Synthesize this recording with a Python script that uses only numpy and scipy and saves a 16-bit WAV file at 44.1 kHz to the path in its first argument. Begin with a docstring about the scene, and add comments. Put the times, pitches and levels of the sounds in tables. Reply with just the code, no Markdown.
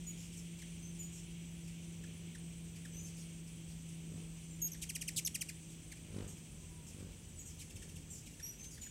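"""Yard beside a house wall, with feeders: hummingbirds squabble, some close, most farther off.
Chips, rasps, buzzes and squeaks are gliding harmonic stacks through bill resonances; squeals are wavering two-partial tones.
Wings whirr past as summed wingbeat harmonics with swish and feather noise, once very near; one bird hovers.
Insects shrill in the trees as pulsed narrow-band noise over a far chorus, a rumble and a faint animal cry.
A far engine, likely a small plane, drones away, sinking and fading."""
import sys
import numpy as np
from scipy import signal
from scipy.fft import rfft, irfft
from scipy.io import wavfile
from scipy.ndimage import uniform_filter1d

SR = 44100
rng = np.random.default_rng(int(sys.argv[2]) if len(sys.argv) > 2 else 0)


def log_audio(samples):
    """Write samples as a 16-bit WAV file to the path given in sys.argv[1]."""
    # one column per channel
    frames = np.atleast_2d(samples).T
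    # limit to full scale, then quantise
    limited = np.clip(frames, -1, 1)
    pcm = np.round(limited * 32767).astype(np.int16)
    wavfile.write(sys.argv[1], SR, pcm)


N = 392490

# resonances of throat and open bill: freq_hz, gain_db
BILL_RESONANCES = [(1400, 2), (2200, -1), (3200, -4.5), (4300, -3.5), (6200, 1), (8200, 4), (10200, -4),
                   (12500, -6.5), (15500, -16)]
CUTOFF_HZ = 15800


def from_db(db):
    """Amplitude ratio of a level in dB."""
    return 10 ** (np.asarray(db) / 20)


def rms_one(x):
    """Scale to rms 1."""
    return x / np.sqrt(np.mean(x ** 2) + 1e-20)


def at_hz(points, hz):
    """Gain of a spectrum, interpolated in dB over log frequency."""
    point_hz, point_db = np.transpose(points)
    return from_db(np.interp(np.log(hz), np.log(point_hz), point_db))


def add(out, start_s, sound):
    """Mix a sound in, cut at the end of the scene."""
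    i = max(round(start_s * SR), 0)
    out[i:i + len(sound)] += sound[:max(N - i, 0)]


def drift(rate_hz):
    """Slow random curve, rms 1: noise through a double pole, run at SR / 40."""
    pole = np.exp(-80 * np.pi * rate_hz / SR)
    white = rng.standard_normal(N // 40 + 2002)
    slow = signal.lfilter([1], [1, -2 * pole, pole * pole], white)[2000:]   # drop the settling
    return np.interp(np.arange(N) / 40, np.arange(len(slow)), rms_one(slow))


def noise(spectrum):
    """Noise of a given spectrum, rolled off below its first point, rms 1."""
    hz = np.maximum(np.arange(N // 2 + 1) * SR / N, 1)
    low_cut = hz ** 2 / (hz ** 2 + spectrum[0][0] ** 2)
    white = rfft(rng.standard_normal(N))
    return rms_one(irfft(white * at_hz(spectrum, hz) * low_cut, N))


def narrow_noise(hz, width_hz):
    """Noise in one resonance, rms 1."""
    sos = signal.butter(2, [hz - width_hz / 2, hz + width_hz / 2], "band", fs=SR, output="sos")
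    return rms_one(signal.sosfilt(sos, rng.standard_normal(N)))


def turns(hz):
    """Phase in radians of a moving pitch."""
    return 2 * np.pi * np.cumsum(hz) / SR


def wobble(n, count):
    """Random bends across one call: count points joined by lines."""
    return np.interp(np.linspace(0, count - 1, n), np.arange(count), rng.standard_normal(count))


def swell(u, attack, fullness):
    """Loudness arch over one note; attack below 1 moves its peak early."""
    return np.abs(np.sin(np.pi * u ** attack)) ** fullness


def sweep(length_s, start_hz, end_hz, trill, dull=0, trill_hz=205, bend=1.35, jitter=0.017,
          attack=0.6, fullness=0.83, order=9):
    """One syrinx note: a harmonic stack glides through the bill's resonances; a fast trill makes it a buzz."""
    u = np.linspace(0, 1, max(round(length_s * SR), 8))
    glide_hz = start_hz + (end_hz - start_hz) * u ** bend
    trill_curve = trill * np.cos(2 * np.pi * trill_hz * length_s * u)
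    pitch_hz = glide_hz * np.exp(trill_curve + jitter * wobble(len(u), count=14))
    k = np.arange(1, order + 1)[:, None]
    gain = at_hz(BILL_RESONANCES, k * pitch_hz) * (k * pitch_hz < CUTOFF_HZ) / k ** dull
    stack = gain * np.cos(k * turns(pitch_hz))
    return rms_one(stack.sum(0)) * swell(u, attack, fullness)


def distance_of(db, near_db=-36, near_m=1.18, db_per_doubling=8):
    """All birds call about equally hard, so a call's level tells its distance in m."""
    return near_m * 2 ** ((near_db - db) / db_per_doubling)


def yard_echo(x, t60_s=0.34, build_s=0.00075, early_db=5, early_s=0.0076):
    """A quick cluster of reflections off siding and deck, then a short, diffuse tail from the trees."""
    t = np.arange(SR // 2) / SR
    decay = from_db(-60 * t / t60_s) + from_db(early_db) * np.exp(-t / early_s)
    tail = rng.standard_normal(len(t)) * decay * (1 - np.exp(-t / build_s))
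    low_pass = signal.butter(1, 11000, fs=SR, output="sos")
    tail = signal.sosfilt(low_pass, tail / np.linalg.norm(tail))
    return signal.fftconvolve(x, tail)[:N]


def in_yard(notes, echo_distance_m=4.2):
    """Place notes (start_s, sound, distance_m): near ones sound dry, far ones mostly by their echo."""
    direct, sent = np.zeros((2, N))
    for start_s, sound, distance_m in notes:
        wet = distance_m / echo_distance_m   # 1: echo as loud as direct sound
        add(direct, start_s, sound / np.hypot(1, wet))
        add(sent, start_s, sound * wet / np.hypot(1, wet))
    return direct + yard_echo(sent)


def background(air_level_db=-55.5, flicker_db=1.07):
    """Low outdoor rumble under the hiss of many far insects; a low and a high choir fade at their own pace."""
    # steady outdoor air: freq_hz, density_db_per_hz (relative)
    air_spectrum = [(25, -25), (48, 4.5), (100, -1), (200, -5), (350, -13), (600, -23), (1200, -30.5),
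                    (2000, -28.5), (10400, -37.5), (11500, -34.5), (15500, -37)]
    # blended far insects: freq_hz, density_db_per_hz (relative)
    chorus_spectrum = [(1600, -20), (2250, 0), (3250, 0), (3800, -9), (5300, -10), (6100, 0), (6600, -5),
                       (7600, -2), (9000, -5), (9550, -8), (10100, -28)]
    # choirs: low_hz, high_hz, level_db (at 0 s, before band-pass), fade_db_per_s
    choir_bands = [(1020, 4130, -58.5, 0.61), (4570, 15200, -61, 0.14)]
    t = np.arange(N) / SR
    out = from_db(air_level_db) * noise(air_spectrum)
    for low_hz, high_hz, db, fade_db_per_s in choir_bands:
        band = signal.butter(4, [low_hz, high_hz], "band", fs=SR, output="sos")
        choir = signal.sosfilt(band, noise(chorus_spectrum))
        out = out + from_db(db - fade_db_per_s * t + flicker_db * drift(9.0)) * choir
    return out


def engine(start_hz=170.15, sag_hz_per_s=1.36, level_db=-50, recedes_s=4, fade_db_per_s=3,
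           waver_db=1.24, waver_hz=0.27, octave_db=-18.5, octave_waver_db=2.5):
    """A drone with a weak octave that sinks in pitch and fades as it recedes."""
    t = np.arange(N) / SR
    db = level_db - fade_db_per_s * np.maximum(t - recedes_s, 0)
    phase = turns(start_hz - sag_hz_per_s * t + waver_hz * drift(1.7))
    octave = from_db(octave_db + octave_waver_db * drift(5.2)) * np.sin(2 * phase)
    return np.sqrt(2) * from_db(db + waver_db * drift(4.3)) * (np.sin(phase) + octave)


def far_call(distance_m=7):
    """A faint, falling animal cry from the woods, in two parts: wavering sines."""
    # start_s, length_s, start_hz, end_hz, level_db (peak)
    cries = [(6.56, .1, 1025, 995, -69.5), (6.68, .24, 985, 880, -70)]
    notes = []
    for start_s, length_s, start_hz, end_hz, db in cries:
        u = np.linspace(0, 1, round(length_s * SR))
        glide_hz = start_hz + (end_hz - start_hz) * u ** 2
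        phase = turns(glide_hz * (1 + 0.0035 * wobble(len(u), count=10)))
        cry = from_db(db) * np.sin(phase) * swell(u, attack=0.46, fullness=0.52)
        notes.append((start_s, cry, distance_m))
    return in_yard(notes)


def insects(depth=0.22, lisp_per_s=3.9, lisp_db=-67, answer_db=-70):
    """Wing files scraped in fast pulses on narrow resonances; two more lisp by turns in slow, higher bursts."""
    # trills: start_s, stop_s, freq_hz, width_hz, pulses_per_s, level_db (before pulsing)
    trills = [(0, 1.25, 8570, 60, 29, -67), (2.33, 4.4, 8490, 60, 29, -68), (4.4, 7.02, 8550, 60, 29, -69),
              (0, 8.9, 7750, 60, 27, -70.5), (1.2, 8.9, 8200, 60, 28, -74)]
    t, out = np.arange(N) / SR, 0
    for start_s, stop_s, hz, width_hz, per_s, db in trills:
        singing = uniform_filter1d(1. * ((t >= start_s) & (t < stop_s)), size=1500)   # soft edges
        pulses = 1 + depth * np.sin(turns(per_s * (1 + 0.024 * drift(1.4))))
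        out = out + from_db(db) * singing * pulses * narrow_noise(hz, width_hz)
    turn = turns(lisp_per_s * (1 + 0.23 * drift(1.84))) / 2   # half phase: one burst each per cycle
    lisp = from_db(lisp_db) * np.sin(turn) ** 4 * narrow_noise(9320, width_hz=590)
    answer = from_db(answer_db) * np.cos(turn) ** 4 * narrow_noise(8670, width_hz=250)
    return out + lisp + answer


def far_twitter(distance_m=10, count=26):
    """Other birds keep up faint chips at random around the yard; louder ones are trilled more."""
    notes = []
    for when, loud, high in rng.random((count, 3)):
        chip = sweep(.022, 2400 + 2000 * high, 1780, trill=0.11 * loud)
        notes.append((when * N / SR, from_db(-62 + 8 * loud) * chip, distance_m))
    return in_yard(notes)


def hover(from_s=6.2, until_s=8.06, fade_db_per_s=34, beats_per_s=43, level_db=-58,
          unsteady=0.04, flutter_db=3):
    """Close hovering: both strokes of a beat push air, so the hum is strongest at twice the beat rate."""
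    t = np.arange(N) / SR
    db = level_db - fade_db_per_s * np.abs(t - np.clip(t, from_s, until_s))
    phase = turns(beats_per_s * (1 + unsteady * drift(6.41)))
    harmonics_db = [-6, 0, -13, -9]
    hum = sum(from_db(level) * np.sin(k * phase) for k, level in enumerate(harmonics_db, 1))
    return from_db(db + flutter_db * drift(6)) * rms_one(hum)


def wings(beats_per_s=49, leaving_ratio=1.55, doppler=.04, swish_db=-7, feather_db=-19.5,
          feather_hz=2800, unsteady=0.02, wake=.3, order=12):
    """Beats are sharp pressure dips, then feather rustle; level falls with distance, pitch sinks, wake blurs."""
    # passes by the listener: closest_s, approach_s, level_db (closest, before layer mix)
    passes = [(2.1, .17, -59.5), (2.98, .12, -57.5), (4.149, 0.054, -51.5), (5.171, .1, -61),
              (6.188, .043, -42.5), (7.01, 0.058, -51.5), (7.82, 0.12, -58.5)]
    # pressure pulse of one wingbeat: freq_hz, level_db (relative)
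    wing_spectrum = [(45, -10), (98, -1), (150, -6), (200, -1.5), (290, -8.5), (400, -9.5), (600, -18.5),
                     (1200, -24)]
    t = np.arange(N) / SR
    power, leaving = 0, 0
    for closest_s, approach_s, db in passes:
        away = (t - closest_s) / np.where(t < closest_s, approach_s, approach_s * leaving_ratio)
        near_power = (from_db(db) / (1 + away ** 2)) ** 2
        power = power + near_power
        leaving = leaving + near_power * np.tanh(away)
    leaving = leaving / power   # power-weighted: -1 coming, 1 going
    beat_hz = beats_per_s * (1 - doppler * leaving) * (1 + unsteady * drift(11.44))
    phase = turns(beat_hz)
    blur = wake * np.maximum(leaving, 0)
    beats = rms_one(sum(-at_hz(wing_spectrum, k * beat_hz.mean()) * np.cos(k * phase + np.pi / 4)
                        for k in range(1, order + 1)))
    hum = np.sqrt(2) * np.sin(2 * phase)   # the weaker return stroke fills in the second harmonic
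    low_pass = signal.butter(2, 1500, fs=SR, output="sos")
    swish = signal.sosfilt(low_pass, noise(wing_spectrum)) * (1 + 0.27 * np.cos(phase))
    feathers = narrow_noise(feather_hz, width_hz=4400) * rms_one(np.exp(2 * np.cos(phase - 1)))
    tones = 0.87 * (1 - blur) * beats + 0.33 * hum
    rustle = (from_db(swish_db) + blur) * swish + from_db(feather_db) * feathers
    return np.sqrt(power) * (tones + rustle)


def rasps(fall=.8, distance_m=9):
    """Long, unevenly trilled notes from across the yard, blurred by their echo."""
    # start_s, length_s, start_hz, level_db (before swell)
    rasp_notes = [(0.173, 0.099, 6580, -57), (0.369, 0.033, 7300, -52.5), (1.121, 0.081, 7400, -55),
                  (3.054, 0.05, 6400, -56), (3.167, 0.076, 5920, -57), (3.683, .045, 5550, -59),
                  (6.276, 0.039, 7485, -51.5), (6.865, .044, 6920, -55.5), (7.454, 0.062, 7470, -52.5),
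                  (8.101, 0.1, 7330, -53.5), (8.707, 0.056, 6100, -54.5)]
    notes = []
    for start_s, length_s, start_hz, db in rasp_notes:
        rasp = sweep(length_s, start_hz, start_hz * fall, trill=0.196, jitter=0.0683,
                     attack=0.36, fullness=0.25)
        notes.append((start_s, from_db(db) * rasp, distance_m))
    return in_yard(notes)


def squeals(rest_hz=6530, pull=.33, waver=0.0063, rough_per_m=0.0016, flutter_db=1.1,
            octave_db=6, octave_loss_db_per_m=1.7, farther=1.1):
    """Wavering whistles whose octave passes the bill's resonances; far ones are coarser and duller."""
    # start_s, length_s, start_hz, level_db (before swell)
    squeal_notes = [(0.065, 0.059, 6890, -48.5), (.822, 0.084, 6170, -57.5), (0.991, 0.073, 7040, -48.5),
                    (2.931, .085, 6080, -54), (2.988, .037, 7000, -55), (3.02, .06, 6250, -55),
                    (4.505, 0.04, 7400, -57), (4.607, .016, 7250, -52), (4.617, 0.067, 6620, -36.5),
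                    (7.364, 0.069, 7920, -55), (7.391, 0.026, 6790, -50), (8.1, 0.067, 7420, -52),
                    (8.426, 0.091, 5630, -47.5), (8.582, 0.11, 6260, -56), (8.812, 0.063, 7040, -50.5)]
    notes = []
    for start_s, length_s, start_hz, db in squeal_notes:
        u = np.linspace(0, 1, max(round(length_s * SR), 8))
        distance_m = farther * distance_of(db)
        pitch_hz = start_hz + (rest_hz - start_hz) * pull * u   # low ones rise, high ones sag
        rough = rough_per_m * distance_m * wobble(len(u), count=len(u) // 100)
        phase = turns(pitch_hz * (1 + waver * wobble(len(u), count=16) + rough))
        bill_gain = at_hz(BILL_RESONANCES, 2 * pitch_hz) / at_hz(BILL_RESONANCES, pitch_hz)
        octave = from_db(octave_db - octave_loss_db_per_m * distance_m) * bill_gain
        flutter = from_db(db + flutter_db * wobble(len(u), count=8))
        loudness = swell(u, attack=0.68, fullness=0.42) * flutter
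        tone = np.sin(phase) + octave * np.sin(2 * phase)
        notes.append((start_s, np.sqrt(2) * loudness * tone, distance_m))
    return in_yard(notes)


def squeaks(length_s=0.0086, end_hz=6670, dull=-0.43):
    """Very short, clean notes that flick upward in a squabble; negative dull lifts the harmonics."""
    # start_s, start_hz, level_db (before swell)
    squeak_notes = [(4.718, 5970, -43), (4.731, 5440, -45), (5.249, 6100, -34.5), (5.26, 5280, -32.5)]
    notes = []
    for start_s, start_hz, db in squeak_notes:
        squeak = sweep(length_s, start_hz, end_hz, trill=0, dull=dull)
        notes.append((start_s, from_db(db) * squeak, distance_of(db)))
    return in_yard(notes)


def buzzes(fall=.48, trill=0.215, dull_per_m=0.032):
    """Chips with a fast trill that fall about an octave, duller with distance."""
    # start_s, length_s, start_hz, level_db (before swell)
    buzz_notes = [(.582, 0.024, 3870, -55), (4.671, 0.01, 6520, -50), (4.816, .031, 4060, -42),
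                  (5.161, 0.042, 4600, -34.5), (5.269, .014, 4410, -34.5), (7.586, 0.052, 3970, -50),
                  (8.257, 0.028, 3930, -52.5), (8.635, 0.023, 4200, -51.5), (8.812, 0.04, 4200, -51.5)]
    notes = []
    for start_s, length_s, start_hz, db in buzz_notes:
        distance_m = distance_of(db)
        buzz = sweep(length_s, start_hz, start_hz * fall, trill, dull_per_m * distance_m,
                     bend=1.15, attack=0.74, fullness=0.82)
        notes.append((start_s, from_db(db) * buzz, distance_m))
    return in_yard(notes)


def chips(typical_start_hz=3410, typical_end_hz=1523, typical_length_s=.0222,
          end_power=0.21, length_power=0.704, first_gap_s=.059, slowing_s=0.0039,
          db_per_octave=11, dull_per_m=0.046, soft_dull=0.6,
          uneven_db=1.0, uneven_pitch=0.0148, trill_per_m=0.011):
    """Short falling sweeps, in runs that slow down; far chips and soft, low ones have weaker harmonics."""
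    # start_s, chip_count, start_hz (mean), level_db (mean, before swell)
    chip_runs = [(0.616, 1, 2300, -51), (2.034, 1, 2100, -56), (2.346, 1, 2080, -51), (2.849, 1, 1990, -51),
                 (4.741, 1, 2300, -52), (4.890, 2, 3370, -38), (5.010, 1, 3320, -41.5),
                 (5.076, 1, 3310, -38), (5.344, 1, 3420, -36.5), (5.408, 1, 3400, -36),
                 (5.485, 1, 2910, -45), (5.915, 1, 2420, -47.5), (7.695, 5, 3800, -52),
                 (7.818, 1, 2050, -55.5), (8.331, 5, 3210, -57.5), (8.394, 1, 2090, -54.5),
                 (8.773, 1, 2050, -56), (8.861, 1, 2030, -54)]
    notes = []
    for start_s, count, start_hz, db in chip_runs:
        height = start_hz / typical_start_hz
        # low chips are uttered more softly, so they are nearer than their level tells
        distance_m = distance_of(db - db_per_octave * np.log2(height))
        length_s = typical_length_s * height ** length_power
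        end_hz = typical_end_hz * height ** end_power
        dull = dull_per_m * distance_m - soft_dull * np.log2(height)
        for k in range(round(count)):
            chip_hz = start_hz * (1 + uneven_pitch * rng.standard_normal())
            chip = sweep(length_s, chip_hz, end_hz, trill_per_m * distance_m, dull,
                         attack=0.81, fullness=1.02)
            gain = from_db(db + uneven_db * rng.standard_normal())
            notes.append((start_s, gain * chip, distance_m))
            start_s = start_s + first_gap_s + k * slowing_s
    return in_yard(notes)


def scene():
    """Sum of all sources, one channel."""
    surroundings = background() + engine() + far_call() + insects()
    flight = hover() + wings()
    calls = far_twitter() + rasps() + squeals() + squeaks() + buzzes() + chips()
    return (surroundings + flight + calls)[None]


def record(dry):
    """Steep elliptic low-pass at CUTOFF_HZ."""
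    return signal.sosfilt(signal.ellip(12, .1, 80, CUTOFF_HZ, fs=SR, output="sos"), dry)


dry = scene()
out = record(dry)
log_audio(out)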